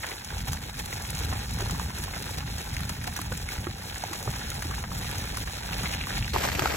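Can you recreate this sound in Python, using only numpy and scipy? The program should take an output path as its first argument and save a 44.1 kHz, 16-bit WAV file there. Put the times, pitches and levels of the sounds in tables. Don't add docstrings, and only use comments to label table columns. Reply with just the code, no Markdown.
import sys
import numpy as np
from scipy import signal
from scipy.fft import rfft, irfft, next_fast_len
from scipy.io import wavfile
from scipy.ndimage import uniform_filter1d

SR = 44100
rng = np.random.default_rng(int(sys.argv[2]) if len(sys.argv) > 2 else 0)


def output_pcm(signal):
    pcm = np.clip(np.atleast_2d(signal).T, -1, 1) * 32767
    wavfile.write(sys.argv[1], SR, np.round(pcm).astype(np.int16))


def nominal_scale(level):
    x = np.asarray(level, float) / 20
    return 10 ** x


N = 298116
CHANGE_S = 6.334


def evened(x):
    return x / np.sqrt(np.mean(x ** 2) + 1e-20)


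def read(points, hz):
    f, value = np.transpose(points)
    return np.interp(np.log(hz + 1), np.log(f + 1), value)


def add(mix, s, sound):
    part = mix[:, round(s * SR):][:, :sound.shape[1]]
    part += sound[:, :part.shape[1]]


def shaped(x, gain):
    size = next_fast_len(N)
    spectrum = rfft(x, size) * gain(np.fft.rfftfreq(size, 1 / SR))
    return irfft(spectrum, size)[..., :N]


def wander(hz):
    return evened(shaped(rng.standard_normal(N), lambda f: 1 / (1 + (f / hz) ** 2)))


def follow(curve):
    return np.interp(np.arange(N) / SR, *np.transpose(curve))


def swells(rows, rise=1.0):
    t = np.arange(0, N, 64) / SR
    s, db, half = np.transpose(rows)[:, :, None]
    half = half * np.where((t < s) & (db > 0), rise, 1)
    bells = db * np.exp(-.5 * ((t - s) / half) ** 2)
    return np.interp(np.arange(N) / SR, t, bells.sum(0))


def splash(hz, ms, width, ring_db, rise_s=0.00046):
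    t = np.arange(1024) / SR
    decay = np.exp(-t / (ms / 2000)) + 0.32 * np.exp(-t / 0.00085)
    burst = rng.standard_normal((2, 1024)) * decay * np.minimum(t / rise_s, 1)
    r = np.exp(-np.pi * width * hz / SR)
    ring = signal.lfilter([1, 0, -1], [1, -2 * r * np.cos(2 * np.pi * hz / SR), r * r], burst)
    both = burst / np.linalg.norm(burst) + nominal_scale(ring_db) * ring / np.linalg.norm(ring)
    return both / abs(both).max(1)[:, None]


# (time [s], change [dB], half length [s])
FLURRIES = [(0.075, 2.5, 0.039), (0.21, -2.5, 0.036), (0.439, -5, 0.011), (0.479, 8, 0.0053),
            (0.534, -1.5, 0.0046), (0.599, -5.5, 0.017), (0.723, -6, 0.008), (0.798, 7, 0.0072),
            (0.833, -3.5, 0.0093), (0.873, -1.5, 0.01), (0.933, 1, 0.012), (1.212, 1, 0.087),
            (1.472, -4.5, 0.024), (1.551, -1.5, 0.022), (1.611, 2.5, 0.022), (1.721, 3, 0.012),
            (1.921, -6, 0.014), (1.985, 3, 0.0083), (2.385, 5.5, 0.004), (2.444, -6, 0.02),
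            (2.584, 2.5, 0.019), (2.898, 9.5, 0.0058), (2.973, 0, 0.042), (3.073, 11.5, 0.0056),
            (3.173, 8, 0.0038), (3.298, -2, 0.011), (3.452, -3, 0.0099), (3.522, 5, 0.024),
            (3.766, -2.5, 0.053), (3.971, 2.5, 0.0088), (4.036, -1, 0.011), (4.31, 3, 0.012),
            (4.879, -5, 0.03), (5.448, -10, 0.0034), (5.862, 0, 0.06), (5.946, 0.5, 0.026),
            (6.036, -5, 0.045), (6.216, -2.5, 0.018), (6.385, 1.5, 0.012), (6.505, 0.5, 0.008),
            (6.58, -1.5, 0.0053), (6.61, 0, 0.0036), (6.645, 3.5, 0.0098), (6.685, 0, 0.006),
            (6.727, 0.5, 0.0057)]


def patter(per_s=1100, spread_db=2.5, wash_db=-3, gust_db=0.22, shakes_per_s=45, count=16):
    shaken = rng.exponential(1, N) * (rng.random(N) < shakes_per_s / SR)
    shaken = signal.lfilter([1], [1, -np.exp(-1 / (0.0079 * SR))], np.minimum(shaken, 2.5))
    flurry = nominal_scale(gust_db * wander(5.3)) * nominal_scale(swells(FLURRIES, 0.6)) * np.sqrt(4.2 + shaken)
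    size = nominal_scale(spread_db * np.minimum(rng.exponential(1, N), 2.6))
    size = size * (rng.random(N) < per_s / SR)
    patch = rng.integers(0, count, N)
    drops = np.zeros((2, N))
    for k, hz in enumerate(np.geomspace(450, 11000, count)):
        grain = splash(hz, rng.uniform(1, 3.2), .4, 4)
        grain = grain / np.linalg.norm(grain, axis=1, keepdims=True)
        drops += signal.oaconvolve((size * (patch == k))[None], grain, axes=1)[:, :N]
    return evened(flurry * (evened(drops) + nominal_scale(wash_db) * rng.standard_normal((2, N))))


POSITIONS = 2
# (frequency [Hz], density [dB per Hz])
RAIN = [
    [(300, 3), (450, -2), (650, -5.5), (820, 0.5), (1000, -4.5), (1250, -2.5), (1700, -1.5), (3000, -3.5),
     (4500, -2.5), (6500, -8), (7500, -8.5), (8500, -11), (11000, -10), (13000, -13), (15500, -14)],
    [(300, 13), (450, 7.5), (650, 7.5), (900, 7), (1300, 2.5), (2000, 5.5), (3000, -2.5), (4500, -6.5),
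     (6500, -11.5), (7500, -11), (8500, -13), (11000, -15), (13000, -17.5), (15500, -13.5)],
]
# (time [s], level [dB])
RAINFALL = [(0.0, -45.5), (0.74, -45.5), (1.2, -43), (2.08, -44), (2.17, -43), (3.0, -47), (3.93, -45.5),
            (4.21, -44), (4.9, -43.5), (5.15, -41), (5.52, -44), (5.94, -40.5), (6.17, -39.5), (6.33, -50)]
# (time [s], level [dB])
RAINFALL_NEAR = [
    (6.337, -34.5),
    (6.46, -36),
    (6.57, -38),
    (6.76, -35.5),
]
USUAL_DB = -45
CRISP_DB, CRISP_FOLLOW = -47.5, 0.98
SPRAY_DB, SPRAY_FOLLOW = -43, 0.66
DOWNPOUR_S, DOWNPOUR_RISE_S, DOWNPOUR_CRISP_DB = 5.65, .2, 3.5
OWN_GUST_DB = 1.55


def rain(white, position, low_hz=2100, high_hz=5200):
    x = shaped(white, lambda f: nominal_scale(read(RAIN[position], f)) / (1 + (220 / (f + 1)) ** 4))
    body = shaped(x, lambda f: 1 / (1 + (f / low_hz) ** 4))
    spray = shaped(x, lambda f: 1 / (1 + (high_hz / (f + 1)) ** 4))
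    crisp = x - body - spray
    swell_db = follow(np.vstack([RAINFALL, RAINFALL_NEAR])) - USUAL_DB
    t = np.arange(N) / SR
    harder_db = DOWNPOUR_CRISP_DB * np.clip((t - DOWNPOUR_S) / DOWNPOUR_RISE_S, 0, 1) * (t < CHANGE_S)
    crisp = evened(nominal_scale(OWN_GUST_DB * wander(23.0)) * crisp)
    spray = evened(nominal_scale(OWN_GUST_DB * wander(23.0)) * spray)
    return (nominal_scale(USUAL_DB + 1.0 + swell_db) * evened(body)
            + nominal_scale(CRISP_DB + CRISP_FOLLOW * swell_db + harder_db) * crisp
            + nominal_scale(SPRAY_DB + SPRAY_FOLLOW * swell_db) * spray)


TICK_MS = 6.7
STRAY_DROPS, STRAY_DROP_DB, STRAY_SPREAD_DB = 34, -32.5, 0.5
CLOTH_HZ = (775, 2950)


def strays():
    when, size, hue, span = rng.random((STRAY_DROPS, 4)).T
    low, high = CLOTH_HZ
    peak_db = STRAY_DROP_DB + STRAY_SPREAD_DB * (2 * size - 1)
    return list(zip(when * N / SR, peak_db, low * (high / low) ** hue, TICK_MS * (1.4 + 0.24 * span)))


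# (time [s], peak [dB], cloth pitch [Hz], length [ms])
DROPS = [(0.032, -23.5, 1700, 55), (0.304, -28.5, 1520, 7.2), (0.531, -23.5, 1160, 4.9),
         (0.927, -21.5, 2220, 6.1), (1.326, -23.5, 1060, 21), (1.604, -26, 825, 6.1),
         (1.696, -19.5, 1100, 4.8), (1.797, -21, 1040, 7.4), (2.136, -25, 1660, 9.7), (2.164, -26, 850, 17),
         (2.405, -25, 2960, 4.7), (2.766, -20, 2400, 8.3), (2.894, -24, 840, 8.3), (3.041, -27, 1600, 6.5),
         (3.076, -25, 780, 12), (3.161, -26, 1540, 27), (3.19, -24.5, 1030, 9.4), (3.216, -31, 1320, 13),
         (3.32, -22.5, 1460, 11), (3.642, -26, 2490, 12), (3.668, -24.5, 1190, 10), (3.898, -21, 3400, 5.3),
         (4.131, -23.5, 1220, 7.6), (4.276, -22.5, 1000, 6.6), (4.338, -25, 1140, 5.6),
         (4.621, -23, 1520, 12), (4.71, -25, 1300, 13), (4.838, -24, 1290, 13), (5.372, -23.5, 1190, 5.7),
         (5.475, -22.5, 1680, 8.1),
         (5.729, -22.5, 2560, 18), (5.792, -25.5, 2780, 23), (5.832, -26.5, 1300, 50),
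            (5.856, -18, 2280, 15), (5.934, -22, 2490, 28), (6.012, -20.5, 2340, 2.2),
            (6.07, -22.5, 1250, 4.3), (6.104, -22, 1460, 9.9), (6.173, -17, 2240, 5.6),
            (6.225, -20, 2940, 5.2), (6.3616, -10, 880, 2.4), (6.434, -20.5, 1090, 31),
            (6.4509, -15, 865, 4.3), (6.487, -14.5, 1240, 3), (6.536, -31, 2180, 6.8),
            (6.593, -12, 1090, 5), (6.62, -19, 1240, 6.1), (6.657, -12, 1120, 6.4), (6.698, -23, 1590, 7.4),
            (6.723, -20.5, 1090, 6.5)]
# (time [s], peak [dB], cloth pitch [Hz], length [ms])
LESSER = [(0.043, -27, 835, 8.2), (0.114, -23, 2300, 8.9), (0.217, -35, 1330, 5.4),
          (0.572, -29.5, 1790, 6.3), (0.87, -35, 842, 5.8), (1.049, -28, 2070, 7.6),
          (1.489, -39, 1270, 6.2), (1.586, -32, 1380, 5.1), (1.659, -24, 744, 5.5), (2.079, -30, 900, 7.6),
          (2.266, -30.5, 1760, 7), (2.291, -30, 850, 8), (2.382, -30, 800, 8.5), (2.476, -29.5, 2100, 11),
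          (2.804, -27, 1800, 12), (3.415, -37, 780, 7.7), (3.488, -22.5, 1960, 8.6), (3.58, -26, 1910, 7.9),
          (3.958, -26.5, 1640, 8.7), (4.027, -27, 1630, 9.5), (4.037, -22.5, 762, 5.1),
          (4.227, -34.5, 775, 8), (4.517, -26, 1520, 7), (4.541, -31, 813, 6.4), (4.739, -24, 1720, 8.2),
          (4.788, -37, 1470, 5.7), (4.916, -28.5, 1110, 9.1), (5.237, -33, 1330, 7),
          (5.344, -26, 1560, 7.7), (5.911, -32, 907, 7.6), (6.01, -22.5, 2360, 7.6),
          (6.037, -24, 2130, 9.8), (6.244, -20, 3070, 8.7), (6.279, -24, 1690, 8), (6.336, -36, 810, 5.4),
          (6.343, -20.5, 980, 4), (6.474, -19.5, 1310, 7.4), (6.518, -22, 2050, 5.1), (6.559, -25, 2580, 7),
          (6.671, -21, 1410, 8.5), (6.742, -25, 953, 7), (6.594, -16, 3080, 4.4), (6.657, -19, 3130, 4),
          (6.621, -18, 630, 5), (6.411, -24, 1190, 4), (6.55, -25, 2400, 5), (6.71, -23, 2300, 4)]


def knocks():
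    x = np.zeros((2, N))
    for s, db, hz, ms in DROPS + strays() + LESSER:
        add(x, s, nominal_scale(db) * splash(hz, ms, 0.36, 5.9))
    return nominal_scale(4.0) * shaped(x, lambda f: 1 / (1 + (f / 4200) ** 2) / (1 + (300 / (f + 1)) ** 2))


# (time [s], peak [dB], colour [Hz])
TICKS = [(0.0663, -16, 6860), (0.413, -23, 6480), (0.521, -21, 6140), (0.532, -13, 6240),
         (0.7914, -17.5, 10000), (0.8585, -15.5, 10700), (1.104, -15.5, 10400), (1.51, -19.5, 7200),
         (1.607, -16, 6510), (1.709, -12.5, 7150), (1.796, -15.5, 6900), (2.038, -15, 10000),
         (2.385, -22, 5630), (2.582, -18, 6960), (2.766, -19.5, 6450), (2.806, -17, 10200),
         (2.893, -13.5, 7000), (3.042, -16.5, 8200), (3.0756, -20, 7300), (3.164, -12, 5860),
         (3.2152, -14, 10300), (3.375, -16, 7400), (3.9526, -23, 6530), (4.132, -17.5, 7100),
         (4.502, -14, 6840), (4.623, -14.5, 6340), (5.182, -15, 6160), (5.3706, -15.5, 10400),
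         (5.8334, -14.5, 6550), (6.4513, -16, 6150), (6.5947, -12, 4540), (3.3255, -20, 9100),
         (6.173, -34, 9150)]
# (time [s], peak [dB], colour [Hz])
FAINT_TICKS = [(0.2464, -27, 6500), (0.383, -28, 6750), (0.5721, -38, 7410), (0.616, -35, 9000),
               (0.926, -31, 6000), (0.9353, -28, 6160), (1.0208, -28.5, 6300), (1.1496, -25, 6600),
               (1.2255, -27.5, 6150), (1.5873, -27, 5840), (2.224, -26, 10100), (3.1893, -29, 7100),
               (3.2673, -30, 6030), (3.3243, -34, 6890), (3.488, -27, 9870), (3.5287, -31, 6830),
               (3.8965, -41, 11400), (4.0373, -27.5, 6100), (4.1574, -27.5, 6400), (4.2274, -24.5, 6340),
               (4.3595, -28, 6340), (4.53, -35, 6750), (4.788, -32, 6900), (5.035, -34, 5930),
               (5.112, -26, 11100), (5.238, -31, 7340), (5.4717, -32, 6230), (5.9215, -31, 7310),
               (6.0686, -29, 10200), (6.175, -43, 5630), (6.335, -32, 6500), (6.5926, -29, 6020),
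               (0.541, -36, 7000), (2.02, -31, 7000), (3.9809, -26, 8050), (4.543, -30, 9000),
               (4.238, -31, 7000), (4.71, -33, 6960), (3.173, -31, 7000), (6.674, -29.5, 5000),
               (6.622, -27, 5900)]
FAINT_LIFT_DB = 8


def ticks():
    x = np.zeros((2, N))
    for s, db, hz in TICKS:
        add(x, s, nominal_scale(db) * splash(hz, TICK_MS, 0.047, -11.5, 0.00022))
    for s, db, hz in FAINT_TICKS:
        add(x, s, nominal_scale(db + FAINT_LIFT_DB) * splash(hz, TICK_MS, 0.18, -7.5, 0.00029))
    return nominal_scale(1.0) * shaped(x, lambda f: 1 / (1 + (2500 / (f + 1)) ** 2) / (1 + (f / 11000) ** 2))


# (time [s], peak [dB], pitch [Hz])
SLAPS = [(0.478, -24.5, 134), (0.823, -32.5, 161), (1.63, -33, 122), (1.74, -22.5, 108), (3.316, -24, 118),
         (3.586, -21.5, 96.4), (3.669, -23, 345), (4.111, -30, 330), (4.272, -22.5, 105), (4.441, -33, 152),
         (5.219, -27, 190), (5.71, -26, 173), (5.836, -23, 180), (5.96, -38, 180), (6.34, -26, 445),
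         (6.586, -40, 109), (6.618, -24, 126)]
# (time [s], peak [dB], pitch [Hz])
PLOPS = [(1.319, -47, 626), (1.623, -30, 375), (1.993, -34, 344), (3.194, -30.5, 298), (3.319, -27, 507),
         (4.037, -34, 775), (4.276, -29, 404), (4.277, -28, 582), (4.653, -30.5, 303), (4.838, -32, 673),
         (5.412, -37, 323), (6.362, -26, 363), (6.45, -24, 565), (6.594, -23.5, 367), (6.656, -27, 474)]


def slaps():
    x = np.zeros((2, N))
    t = np.arange(3000) / SR
    for s, db, hz in SLAPS + PLOPS:
        tone = np.sin(2 * np.pi * hz * t) * np.exp(-t * (hz + 260) / 5.34)
        add(x, s, nominal_scale(db - 2.0) * tone[None])
    return x


# (frequency [Hz], density [dB per Hz])
DRUM = [(12, -42), (20, -28.5), (45, 1), (76, 3), (186, -6.5), (300, -17), (390, -50), (660, -120)]
# (time [s], level [dB])
WIND = [(0.0, -38.5), (0.28, -36.5), (0.36, -37), (0.9, -38), (1.24, -33.5), (1.45, -33), (1.76, -31.5),
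        (2.2, -35), (2.75, -33.5), (3.18, -34.5), (3.31, -36), (3.54, -37.5), (3.68, -40), (3.96, -40),
        (4.69, -35.5), (5.61, -34), (6.36, -33), (6.76, -36)]
# (time [s], change [dB], half length [s])
HEAVES = [(0.105, -7.5, 0.086), (0.254, -9, 0.031), (0.354, 1.5, 0.04), (0.449, -2.5, 0.018),
          (0.464, 3.5, 0.058), (0.524, 4, 0.023), (0.713, -2.5, 0.023), (0.998, -2, 0.085),
          (1.302, 3, 0.074), (1.447, -3, 0.034), (1.527, 1, 0.025), (1.641, 0.5, 0.064),
          (1.916, -3.5, 0.022), (2.15, -3.5, 0.12), (2.639, -7, 0.028), (2.968, -0.5, 0.064),
          (3.168, -7, 0.036), (3.322, 3.5, 0.028), (3.512, -2, 0.029), (3.597, 6, 0.016), (3.702, 6, 0.029),
          (3.846, -1, 0.028), (3.966, -1, 0.023), (4.056, 2.5, 0.019), (4.091, -3.5, 0.075),
          (4.295, 8, 0.016), (4.734, 3, 0.044), (4.974, 5, 0.017), (5.448, 2, 0.025), (5.577, -5.5, 0.11),
          (6.076, -7.5, 0.025), (6.191, 3.5, 0.059)]


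def drumming(lumps_db=1.33, steady=0.38):
    boom = shaped(rng.standard_normal((2, N)), lambda f: nominal_scale(read(DRUM, f)))
    power = uniform_filter1d(uniform_filter1d(boom[0] ** 2, size=1500), size=1500)
    boom = boom / power ** (steady / 2)
    return nominal_scale(follow(WIND) + swells(HEAVES) + lumps_db * wander(29.0)) * evened(boom)


# (frequency [Hz], left minus right [dB])
LEAN = [
    [(100, -0.7), (200, 0.1), (300, 0.1), (400, -3.2), (550, -6), (700, -5), (900, -2.2), (1300, -0.4),
     (2000, -0.6)],
    [(100, 1.8), (200, 3.0), (300, 7.9), (400, 5.9), (550, 2.1), (700, -0.4), (900, -2.3), (1300, 1.7),
     (2000, 0.4)],
]
# (frequency [Hz], likeness [0-1])
ALIKE = [
    [(200, .99), (330, .45), (480, .27), (800, .65), (1300, .38), (2500, .42), (3500, .55), (4400, .9),
     (6000, .8), (15000, .79)],
    [(200, .9), (350, .4), (700, .7), (1500, .55), (3000, .25), (6000, .3), (9000, .8), (15000, .85)],
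]
# (frequency [Hz], lag [half turns])
LAG = [
    [(250, 0), (500, -.3), (700, -.1), (1050, -.4), (1700, 0), (2500, .45), (3400, .4), (4720, 1),
     (15250, 6)],
    [(250, 0), (500, -.5), (1100, 0), (1600, .3), (2500, .1), (4000, .4), (7800, .5), (9800, 1),
     (12300, 1.9), (14300, 2.1), (15800, 3)],
]


def ports(paths, position):
    def same(f):
        return np.clip(read(ALIKE[position], f), 0, 1)

    def late(f):
        return np.exp(-1j * np.pi * np.interp(f, *np.transpose(LAG[position])))

    left = shaped(paths[0], lambda f: nominal_scale(read(LEAN[position], f) / 2))
    right = shaped(paths[0], lambda f: same(f) * late(f))
    right = right + shaped(paths[1], lambda f: np.sqrt(1 - same(f) ** 2))
    return np.array([left, shaped(right, lambda f: nominal_scale(-read(LEAN[position], f) / 2))])


def scene():
    white = patter()
    rest = knocks() + ticks() + slaps() + drumming()
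    far, near = (ports(rain(white, k) + rest, k) for k in range(POSITIONS))
    return np.where(np.arange(N) / SR < CHANGE_S, far, near)


BANDS = np.r_[0:40:4, 40:96:8, 96:144:12, 144, 160, 176, 196, 216, 240, 264, 292, 320:960:32]
# (frequency [Hz], level [dB])
WEAK = [(3600, -16), (4000, -6), (4430, -4.5), (4900, -4.5), (5400, -7), (6600, -3.5), (11000, -3.5),
        (13500, -3), (14300, -1.2), (14800, 1)]
# (frequency [Hz], step [dB])
STEP = [(300, -20), (1000, -11), (2000, -5), (3400, -4), (6000, -5), (10000, -4), (15000, -2)]
SHARP = [.063, .411, .527, .573, .62, .782, .852, 1.107, 1.502, 1.711, 2.036, 2.385, 2.756, 2.802, 2.895,
         3.035, 3.081, 3.151, 3.197, 3.22, 3.313, 3.894, 3.963, 4.126, 4.544, 4.637, 5.125, 5.357, 5.38,
         5.473, 6.193, 6.332]
EDGE_HZ = 15880
STARVED_DB, STEP_DRIFT_DB = 11, 1.5
FRINGE_DB, FRINGE_STEP_DB = -4, 0


def thrift(x):
    frames, line = N // 1024 + 3, np.arange(1024)
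    pair = np.zeros((2, frames * 1024 + 1024))
    pair[:, 1338:1338 + N] = x[0] + x[1], x[0] - x[1]
    basis = np.cos(np.pi / 1024 * (np.arange(2048)[:, None] + 512.5) * (line + .5))
    basis *= signal.windows.kaiser_bessel_derived(2048, 4 * np.pi)[:, None]
    halves = pair.reshape(2, -1, 1024)
    z = halves[:, :-1] @ basis[:1024] + halves[:, 1:] @ basis[1024:]

    band = np.searchsorted(BANDS, line, "right") - 1
    hz = (line + .5) * SR / 2048
    rms = np.sqrt(np.add.reduceat(z ** 2, BANDS, axis=2) / np.bincount(band) + 1e-18)
    middle = np.add.reduceat(hz, BANDS) / np.bincount(band)
    drift = nominal_scale(STEP_DRIFT_DB * wander(3.0)[np.minimum(np.arange(frames) * 1024, N - 1), None])
    slow = uniform_filter1d(rms, size=3, axis=1)
    weak = slow < nominal_scale(read(WEAK, middle)) * slow[::-1]
    step = drift * np.where(weak, nominal_scale(STARVED_DB) * rms[::-1], nominal_scale(read(STEP, middle)) * rms)
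    step = step[:, :, band]
    near = uniform_filter1d(z ** 2, size=13, axis=2)
    close = near > nominal_scale(2 * np.maximum(read(WEAK, hz), FRINGE_DB)) * near[::-1]
    step = np.where(weak[:, :, band] & close, nominal_scale(FRINGE_STEP_DB) * rms[::-1][:, :, band], step)

    rounded = np.sign(z) * step * np.floor((abs(z) / step) ** .75 + .4054) ** (4 / 3)
    kept = np.round((np.array(SHARP) * SR + 314) / 1024).astype(int)
    rounded[:, kept] = z[:, kept]
    rounded[:, :, hz > EDGE_HZ] = 0
    out = np.zeros_like(halves)
    out[:, :-1] += rounded @ basis[:1024].T
    out[:, 1:] += rounded @ basis[1024:].T
    mid, side = out.reshape(2, -1)[:, 1338:1338 + N] / 1024
    return np.array([mid + side, mid - side])


def low_pass(x):
    return signal.sosfilt(signal.butter(12, 15950, fs=SR, output="sos"), x)


def record(dry):
    return low_pass(thrift(dry))


dry = scene()
out = record(dry)
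output_pcm(out)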